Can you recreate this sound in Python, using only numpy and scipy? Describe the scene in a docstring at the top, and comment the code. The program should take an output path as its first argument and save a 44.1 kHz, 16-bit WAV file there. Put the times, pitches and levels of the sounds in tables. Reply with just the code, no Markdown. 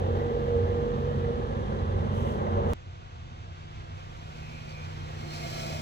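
"""A road roller's diesel engine idles outdoors: its firings make low tones, a roar and a metallic knock.
First we listen beside the drum, with a wavering fan tone, a thin falling whistle and a short hiss of air.
Then the scene changes with a click and we are under the frame. Here the idle is sheltered and dull, with
a swelling drone, while an airy rush grows, brightens and rings in the steel cavities."""
import sys
import numpy as np
from scipy import signal
from scipy.fft import rfft, irfft, next_fast_len
from scipy.io import wavfile

SR = 44100
rng = np.random.default_rng(int(sys.argv[2]) if len(sys.argv) > 2 else 0)


def store_pcm(level_fs):
    """Save levels as 16-bit WAV."""
    pcm = np.round(np.clip(level_fs, -1, 1) * 32767).astype(np.int16)
    wavfile.write(sys.argv[1], SR, np.atleast_2d(pcm).T)


N = 256220
TIME = np.arange(N) / SR
SIZE = next_fast_len(N)
HZ = np.maximum(np.arange(SIZE // 2 + 1) * SR / SIZE, 1)   # the frequencies of a spectrum
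CRANK_HZ = 15.27   # engine turns per second at idle
CHANGE_S = 2.7345   # when the scene changes


def engine_beside(crank, gain, ears):
    """The exhaust pulses at multiples of the engine speed, over a rumble and a throbbing roar."""
    # Each row: multiple of the engine speed, starting level in dB, change in dB per second.
    exhaust_tones = [(3, -43, 0.3), (4.5, -43.5, 1), (7.5, -52, 2.5), (9, -39.5, -0.76), (14, -49.5, 3)]
    # Surges of the sixth multiple. Each row: peak time in seconds, length in seconds, level in dB.
    surges = [(.06, 0.047, -26.5), (.6, 0.1, -30), (1.09, 0.16, -34), (1.93, 0.09, -30),
              (2.14, 0.083, -32.5), (2.56, 0.2, -30.5)]
    # Each row of both: frequency in Hz, relative level in dB.
    rumble_colour = [(20, -26.5), (39, -17.5), (50, -0.5), (75, -1.5), (105, -3.5), (150, -6), (185, -6.5),
                     (215, -4.5), (245, -11), (270, -16), (330, -38.5)]
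    roar_colour = [(230, -26.5), (290, -5), (340, -2.5), (430, 0.5), (560, 2.5), (680, -9.5), (820, -8.5),
                   (1100, -31)]
    hum = sum(ramp(level) * tone(multiple * crank, waver_db=2.5, blur_rad=0.26, rate_hz=3.8)
              for multiple, *level in exhaust_tones)
    surge = np.hypot(from_db(-41), bursts(surges, rise_db_per_s=70, fall_db_per_s=70))
    throb = surge * tone(6 * crank, waver_db=1.5, blur_rad=0.33, rate_hz=18)
    heave = rms_one(surge ** 0.091)   # the rumble follows the surges slightly
    rumble = gain["rumble"] * heave * noise(colour(rumble_colour), ears)
    roar = gain["roar"] * noise(colour(roar_colour), ears) * firing(crank, depth=0.17, count=3)
    return hear(hum + throb, ears) + rumble + roar


def engine_under(crank, gain, rush_db, ears):
    """The sheltered engine drones, makes the frame buzz and builds to a steady boom."""
    # Each row of both: multiple of the engine speed, relative level in dB.
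    drone_tones = [(2, -8.5), (4, -17), (6, -0.5), (8, -6.5)]
    buzz_tones = [(12, -13), (14, -17), (15, -6.5), (16, -11), (22, -7.5), (24, -15.5), (34, -14),
                  (46, -6.5), (50, -22)]
    # Each row of both: frequency in Hz, relative level in dB.
    rumble_colour = [(20, -28), (39, -6), (54, 0.5), (66, 0.5), (82, 3), (112, 0), (140, -8), (170, -11),
                     (200, -29), (280, -38)]
    roar_colour = [(170, -13), (230, -1), (285, -12), (335, 0.5), (400, -8.5), (460, -5), (510, -3.5),
                   (570, -6.5), (690, -2.5), (800, -4.5), (1100, -23)]
    roar_gain = np.hypot(gain["roar"], from_db(rush_db + 12))   # roar and buzz grow with the rush
    drone = sum(from_db(db) * tone(multiple * crank, waver_db=2, blur_rad=0.62, rate_hz=2.2)
                for multiple, db in drone_tones)
    buzz = sum(from_db(db) * tone(multiple * crank, waver_db=4, blur_rad=0.4, rate_hz=3)
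               for multiple, db in buzz_tones)
    boom = from_db(-41 - 7 * until(5.38)) * tone(10 * crank, waver_db=1, blur_rad=0.29, rate_hz=1.9)
    exhaust = hear(gain["drone"] * drone + roar_gain * buzz + boom, ears)
    rumble = gain["rumble"] * noise(colour(rumble_colour), ears)
    roar = roar_gain * noise(colour(roar_colour), ears) * firing(crank, depth=0.065, count=2)
    return exhaust + rumble + roar


def firing(crank, depth, count):
    """A gain that swells with each firing, count times per engine turn."""
    return 1 + depth * np.cos(2 * np.pi * count * crank)


def knocks(crank, decay_s, count, depth=0.28, uneven_db=3):
    """A gain that jumps as each firing jolts the metal, some harder than others."""
    stroke, progress = np.divmod(count * crank, 1)
    strength = from_db(uneven_db * rng.standard_normal(size=400))[stroke.astype(int)]
    return rms_one(1 + depth * strength * np.exp(-progress / (count * CRANK_HZ * decay_s)))


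def diesel_chatter(crank, gain, ears):
    """Engine parts hiss and chatter with the diesel knock; a few clacks stand out."""
    # Each row: frequency in Hz, relative level in dB.
    hiss_colour = [(700, -29), (950, 2), (1150, -2), (1350, -5), (1700, -10.5), (2300, -20), (3200, -16),
                   (4500, -26.5), (7000, -33.5), (8500, -44), (10000, -49), (15000, -53.5)]
    # Each row: time in seconds, level in dB.
    clack_times = [(0.199, -55), (0.266, -57), (0.296, -56), (0.484, -59), (0.712, -55), (1.248, -56),
                   (1.82, -57), (2.27, -56), (2.468, -54.5)]
    knock = knocks(crank, decay_s=0.007, count=3)
    hiss = gain["hiss"] * noise(colour(hiss_colour), ears) * knock ** 0.7
    clacks = bursts([(s, 0.0044, db) for s, db in clack_times], rise_db_per_s=1105.5, fall_db_per_s=1105.5)
    chatter = (gain["chatter"] * knock ** 2 + clacks) * noise(resonance(hz=1850, width_hz=540), ears)
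    return hiss + chatter


def drum_swell(ears):
    """The middle range of the roar opens up as the drum comes near, then holds."""
    # Each row: frequency in Hz, relative level in dB.
    swell_colour = [(290, -12), (340, -2), (430, 0), (480, -8.5), (570, 8.5), (650, -4.5), (850, -6.5),
                    (1100, -6.5), (1400, -14.5), (2200, -29)]
    return from_db(-36 - 12 * until(2.655)) * noise(colour(swell_colour), ears)


def panel(ears):
    """A panel rings with the roar, then fades as the listener sinks."""
    return from_db(-53.5 - 12.5 * since(0.69)) * noise(resonance(hz=695, width_hz=150), ears)


def fan(ears):
    """Cooling fan blades whine on a tone and its octave, roughened by the air they churn."""
    # Each row: time in seconds, pitch of the octave in Hz, level of the lower tone in dB.
    fan_course = [(0.0, 470.7, -45), (0.85, 476.5, -39), (1.4, 473.3, -43), (2.3, 466.7, -45.5),
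                  (2.7, 470, -42)]
    # Each row: time in seconds, level of the octave in dB.
    octave_levels = [(0.0, -39), (0.58, -30), (1.0, -36.5), (1.1, -32), (1.18, -42.5), (1.28, -31),
                     (1.7, -53), (2.28, -49.5), (2.4, -38.5), (2.7, -38)]
    octave_hz, blade_db = read(fan_course)
    octave_db, = read(octave_levels)
    cycles = np.cumsum(octave_hz / 2) / SR
    blade = from_db(blade_db) * tone(cycles, waver_db=1.5, blur_rad=0.047, rate_hz=1.6)
    octave = from_db(octave_db) * tone(2 * cycles, waver_db=1.5, blur_rad=0.74, rate_hz=7.5)
    return hear(blade + octave, ears)


def rush(rush_db):
    """An airy rush sets the steel cavities ringing."""
    # Each row: frequency in Hz, relative level in dB.
    rush_colour = [(1500, -13), (2200, -5.5), (2700, -9.5), (3300, -5), (4200, -11), (5050, -3.5),
                   (5400, -3.5), (6100, -15), (7300, -9), (8300, -18), (11000, -21), (15500, -21)]
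    # Each row: ringing pitch in Hz, width in Hz, boost in dB.
    steel_rings = [(1170, 50, 26), (1340, 44, 23), (1700, 34, 11), (2156, 24, 15), (2350, 44, 9),
                   (2464, 40, 11), (2580, 60, 6), (2900, 40, 7), (3110, 50, 4), (3955, 24, 11),
                   (4130, 44, 14), (4294, 30, 9), (4300, 450, 2), (5503, 24, 6), (5676, 24, 9),
                   (5900, 600, 2.5), (6130, 30, 12), (6950, 140, 4)]
    # Each row: frequency in Hz, likeness of the ears (0-1), left lead in radians, left over right in dB.
    stereo = [(1200, .85, 3.5, -1), (2050, .7, 6.3, -1.5), (2750, .78, 9.2, -1), (3300, .35, 10.3, -1),
              (4100, .65, 12.6, -1.3), (5100, .72, 15.7, -1), (6100, .65, 18.8, -1), (7100, .6, 21.9, -1),
              (16000, .45, 48, -1.2)]
    steel = 1 + sum((from_db(db) - 1) * resonance(hz, width) for hz, width, db in steel_rings)
    return from_db(rush_db + 15.5) * noise(colour(rush_colour) * steel, ear_gains(stereo))


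def flares(ears):
    """One gap in the frame after another catches the rush and rings at its own pitch."""
    # Each row: peak time in seconds, length in seconds, level in dB, pitch in Hz, width in Hz.
    gaps = [(4.0, 0.02, -65, 2450, 400), (4.32, 0.25, -63.5, 2580, 240), (4.5, 0.055, -58.5, 2480, 300),
            (4.42, 0.43, -60.5, 2330, 380), (4.767, 0.017, -54.5, 2420, 240), (4.6, 0.6, -68, 4200, 700),
            (5.2, 0.08, -68, 4150, 200), (4.95, 0.22, -63, 1880, 350), (5.33, 0.12, -55, 4210, 110),
            (5.55, 0.11, -54, 4120, 130), (5.35, 0.2, -59, 2360, 240)]
    return sum(bursts([burst], rise_db_per_s=128, fall_db_per_s=112) * noise(resonance(hz, width), ears)
               for *burst, hz, width in gaps)


def hollow():
    """The hollow under the frame murmurs, then sings a rough, airy tone that grows and sinks in pitch."""
    # One row: frequency in Hz, likeness of the ears (0-1), left lead in radians, left over right in dB.
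    stereo = [(670, 1, 1.6, 0)]
    start_s, idle_db = 5.28, -67.5
    hz = 697 - 100 * since(start_s)
    sing_db = -54 + 19.5 * since(start_s) - 60 * until(start_s)
    sing = from_db(sing_db) * tone(np.cumsum(hz) / SR, waver_db=3.5, blur_rad=0.5, rate_hz=20)
    murmur_gain = np.hypot(from_db(idle_db), from_db(sing_db - 3.5))
    murmur = murmur_gain * np.array([narrow_noise(hz, width_hz=134) for ear in "LR"])
    return murmur + hear(sing, ear_gains(stereo))


def high_hisses(ears):
    """A short hiss of escaping air; later, a brief high hiss just before the click at the scene change."""
    # Each row: peak time in seconds, length in seconds, level in dB. Only the first two are escaping air.
    hisses = [(2.02, 0.58, -72), (2.16, 0.16, -59.5), (2.7, 0.026, -60)]
    # Each row: frequency in Hz, relative level in dB.
    hiss_colour = [(2200, -8), (3000, 19.5), (4300, -5), (6000, 3), (8400, -5), (10000, -14), (10900, -6),
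                   (11250, 6), (11700, -8), (12200, -11), (14000, -11), (16000, -14)]
    return bursts(hisses, rise_db_per_s=221, fall_db_per_s=135) * noise(colour(hiss_colour), ears)


def rasps(ears):
    """Short, grainy scrapes of treble."""
    # Each row: peak time in seconds, length in seconds, level in dB.
    scrapes = [(4.37, 0.015, -62), (4.695, 0.027, -59.5), (5.35, 0.036, -52)]
    # Each row: frequency in Hz, relative level in dB.
    rasp_colour = [(3500, -3), (4300, 11), (6300, -1), (9000, -13)]
    grain = rms_one(from_db(3.5 * drift(rate_hz=130)))
    return bursts(scrapes, rise_db_per_s=450, fall_db_per_s=450) * grain * noise(colour(rasp_colour), ears)


def whistle():
    """A soft, airy whistle holds its pitch, runs down, and sounds clearly just before it stops."""
    start_hz, floor_hz, stop_db_per_s = 12000, 5400, 91.5
    falling_s = since(0.97)
    hz = floor_hz + (start_hz - floor_hz) * np.exp(-falling_s / 1.62)
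    airy = from_db(-82 - 4.5 * falling_s + 1.5 * drift(rate_hz=12) - stop_db_per_s * since(2.36))
    clear = bursts([(2.23, 0.04, -74)], stop_db_per_s, stop_db_per_s)
    return np.array([airy * (narrow_noise(hz, width_hz=450) + narrow_noise(hz, width_hz=1600))
                     + clear * narrow_noise(hz, width_hz=90) for ear in "LR"])


def beside_drum(crank):
    """All that is heard beside the drum; the listener sinks slowly, so the layers change evenly."""
    # Each row: frequency in Hz, likeness of the ears (0-1), left lead in radians, left over right in dB.
    stereo = [(30, .98, .1, -2.2), (110, .96, .1, -2.2), (150, .8, 0, -2), (185, .55, .3, -3),
              (235, .82, 1.1, -5.5), (290, .55, 2.4, 2), (345, .5, .3, 8), (430, .88, .5, 3),
              (475, .97, .5, -5), (540, .88, 2.3, -3), (680, .9, 2.6, 2), (800, .6, 1.5, 1),
              (930, .9, 2.8, -1), (1500, .88, 3.7, -2), (2150, .5, 6.3, -1), (3200, .42, 9.7, 1),
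              (16000, .5, 48.5, -1.5)]
    # Each layer: starting level in dB, change in dB per second.
    levels = {"rumble": (-38.5, 2.06), "roar": (-35.5, -2.76), "hiss": (-51, -0.46), "chatter": (-65, -1.2)}
    ears = ear_gains(stereo)
    gain = {layer: ramp(level) for layer, level in levels.items()}
    body = engine_beside(crank, gain, ears) + panel(ears) + drum_swell(ears)
    treble = echoes(diesel_chatter(crank, gain, ears) + high_hisses(ears), wet=0.23, sway_ms=0.18, count=6)
    return body + treble + fan(ears) + whistle()


def under_frame(crank):
    """All that is heard under the frame; the layers grow as the listener rises out of shelter."""
    # Each row: frequency in Hz, likeness of the ears (0-1), left lead in radians, left over right in dB.
    stereo = [(30, .9, 0, -2), (45, .6, .3, 2), (65, .87, .2, 0), (92, .97, .4, -1), (120, .78, .6, -1),
              (152, .92, .5, -2), (185, .87, .5, 0), (240, .94, .6, -3), (290, .55, 1.3, -2),
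              (340, .63, 2, -1), (470, .6, 1.6, 0), (620, .82, 2.7, 0), (1400, .84, 3.6, -1),
              (2150, .58, 6.3, -1.5), (4200, .48, 12.6, -1.3), (16000, .45, 48, -1.2)]
    # Each layer: level in dB at the scene change, change in dB per second.
    levels = {"drone": (-50, 2.24), "rumble": (-46.5, 0.83), "roar": (-62, 4.03), "hiss": (-60, 2.94)}
    # Each row: time in seconds, relative strength of the rush in dB.
    rush_levels = [(2.8, -107), (3.01, -107), (4.39, -78.5), (5.09, -78), (5.25, -71.5), (5.34, -65.5),
                   (5.6, -60), (5.73, -61), (5.81, -64)]
    # Each row: frequency in Hz, relative level in dB.
    hiss_colour = [(700, -10), (950, -1.5), (1350, -1), (1700, -8.5), (2500, -9), (3300, -9), (4300, -16),
                   (6000, -20), (7600, -25), (8500, -41.5), (12000, -49), (15000, -53)]
    ears = ear_gains(stereo)
    gain = {layer: ramp(level, CHANGE_S) for layer, level in levels.items()}
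    rush_db, = read(rush_levels)
    engine = engine_under(crank, gain, rush_db, ears)
    hiss = gain["hiss"] * noise(colour(hiss_colour), ears)
    clatter = knocks(crank, decay_s=0.009, count=2)
    treble = echoes(hiss + clatter * rush(rush_db), wet=0.33, sway_ms=0.25, count=8)
    treble += clatter * flares(ears) + rasps(ears)
    return engine + hollow() + treble * from_db(0.44 * drift(rate_hz=12))   # the treble flickers


def echoes(x, wet, sway_ms, count):
    """Sound bounces off nearby steel plates; the short delays shift as the listener sways."""
    sway = sway_ms * drift(rate_hz=0.45)
    lags_ms = rng.uniform(1.5, 9, count)
    directions = rng.uniform(-1, 1, count)
    signs = rng.choice([-1, 1], count)
    out = x
    for lag_ms, towards, sign in zip(lags_ms, directions, signs):
        sent_s = TIME - (lag_ms + towards * sway) / 1000
        out = out + sign * wet / np.sqrt(count) * np.array([np.interp(sent_s, TIME, side) for side in x])
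    return out / np.sqrt(1 + wet ** 2)


def ear_gains(stereo):
    """Left and right gains for direct sound, and for scattered sound that the ears do not share."""
    alike, lead, balance_db = read(stereo, HZ)
    alike = np.clip(alike, 0, 1)
    sides = np.array([from_db(balance_db / 2), from_db(-balance_db / 2) * np.exp(-1j * lead)])
    direct = sides * np.sqrt((1 + alike) / 2)
    scattered = sides * np.sqrt((1 - alike) / 2) * [[1], [-1]]
    return direct, scattered


def hear(x, ears):
    """Sound from one spot goes straight to both ears."""
    return irfft(ears[0] * rfft(x, SIZE), SIZE)[:, :N]


def tone(cycles, waver_db, blur_rad, rate_hz):
    """A tone whose strength and phase waver on the way through moving air."""
    strength = np.sqrt(2) * rms_one(from_db(waver_db * drift(rate_hz)))
    return strength * np.sin(2 * np.pi * cycles + blur_rad * drift(rate_hz))


def noise(gain, ears):
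    """Shaped stereo noise; the audible part that both ears share has a strength of 1."""
    spectrum = gain * sum(path * rfft(rng.standard_normal(SIZE)) for path in ears)
    common = irfft(spectrum.mean(axis=0) * (HZ > 20) * (HZ < 16000), SIZE)
    return irfft(spectrum, SIZE)[:, :N] / common.std()


def narrow_noise(hz, width_hz):
    """A narrow band of noise around a moving pitch."""
    phase = 2 * np.pi * np.cumsum(hz) / SR
    return drift(width_hz / 2) * np.cos(phase) + drift(width_hz / 2) * np.sin(phase)


def colour(points):
    """Gain at every frequency from a few points, falling 24 dB per octave past the ends."""
    hz, db = np.transpose(points)
    octaves_beyond = np.maximum(np.log2(HZ / hz[-1]), 0) + np.maximum(np.log2(hz[0] / HZ), 0)
    return from_db(np.interp(np.log(HZ), np.log(hz), db) - 24 * octaves_beyond)


def resonance(hz, width_hz):
    """A peak of gain around one ringing pitch, 1 on top."""
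    return 1 / (1 + ((HZ ** 2 - hz ** 2) / (HZ * width_hz)) ** 2)


def drift(rate_hz):
    """A smooth random wobble with a spread of 1."""
    spectrum = rfft(rng.standard_normal(SIZE // 8))
    return rms_one(irfft(spectrum / (1 + (HZ[:len(spectrum)] / rate_hz) ** 4), SIZE)[:N])


def bursts(rows, rise_db_per_s, fall_db_per_s):
    """Gain of events that rise to a peak, hold and die away."""
    return np.max([from_db(db - rise_db_per_s * until(peak_s) - fall_db_per_s * since(peak_s + hold_s))
                   for peak_s, hold_s, db in rows], axis=0)


def ramp(level, start_s=0):
    """Gain that changes evenly in decibels."""
    db, db_per_s = level
    return from_db(db + db_per_s * since(start_s))


def read(rows, at=TIME):
    """Each later column of a table, joined by straight lines along the first."""
    first, *columns = np.transpose(rows)
    return [np.interp(at, first, column) for column in columns]


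def since(start_s):
    """Seconds since a moment, 0 before it."""
    return np.maximum(TIME - start_s, 0)


def until(end_s):
    """Seconds left until a moment, 0 after it."""
    return np.maximum(end_s - TIME, 0)


def from_db(db):
    """Decibels to gain."""
    return 10 ** (np.asarray(db) / 20)


def rms_one(x):
    """Scale to an average strength (rms) of 1."""
    return x / np.sqrt(np.mean(x ** 2))


def scene():
    """One engine drives both scenes; in the second it starts a little faster and settles."""
    extra_hz = (TIME > CHANGE_S) * 0.55 * np.exp(-since(CHANGE_S) / 0.99)
    speed_hz = (CRANK_HZ + extra_hz) * (1 + 0.0026 * drift(rate_hz=2.8))
    crank = np.cumsum(speed_hz) / SR   # engine turns so far
    click = np.exp(-np.abs(TIME - CHANGE_S) / 0.001)   # the pressure jumps as the scene changes
    first = (1 - click) * beside_drum(crank) - click * from_db(-20.5)
    return np.where(TIME < CHANGE_S, first, under_frame(crank))


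def record(dry):
    """Cut the highest treble steeply."""
    cutoff_hz = 15900
    return signal.sosfilt(signal.ellip(10, .1, 80, cutoff_hz, fs=SR, output="sos"), dry)


dry = scene()
out = record(dry)
store_pcm(out)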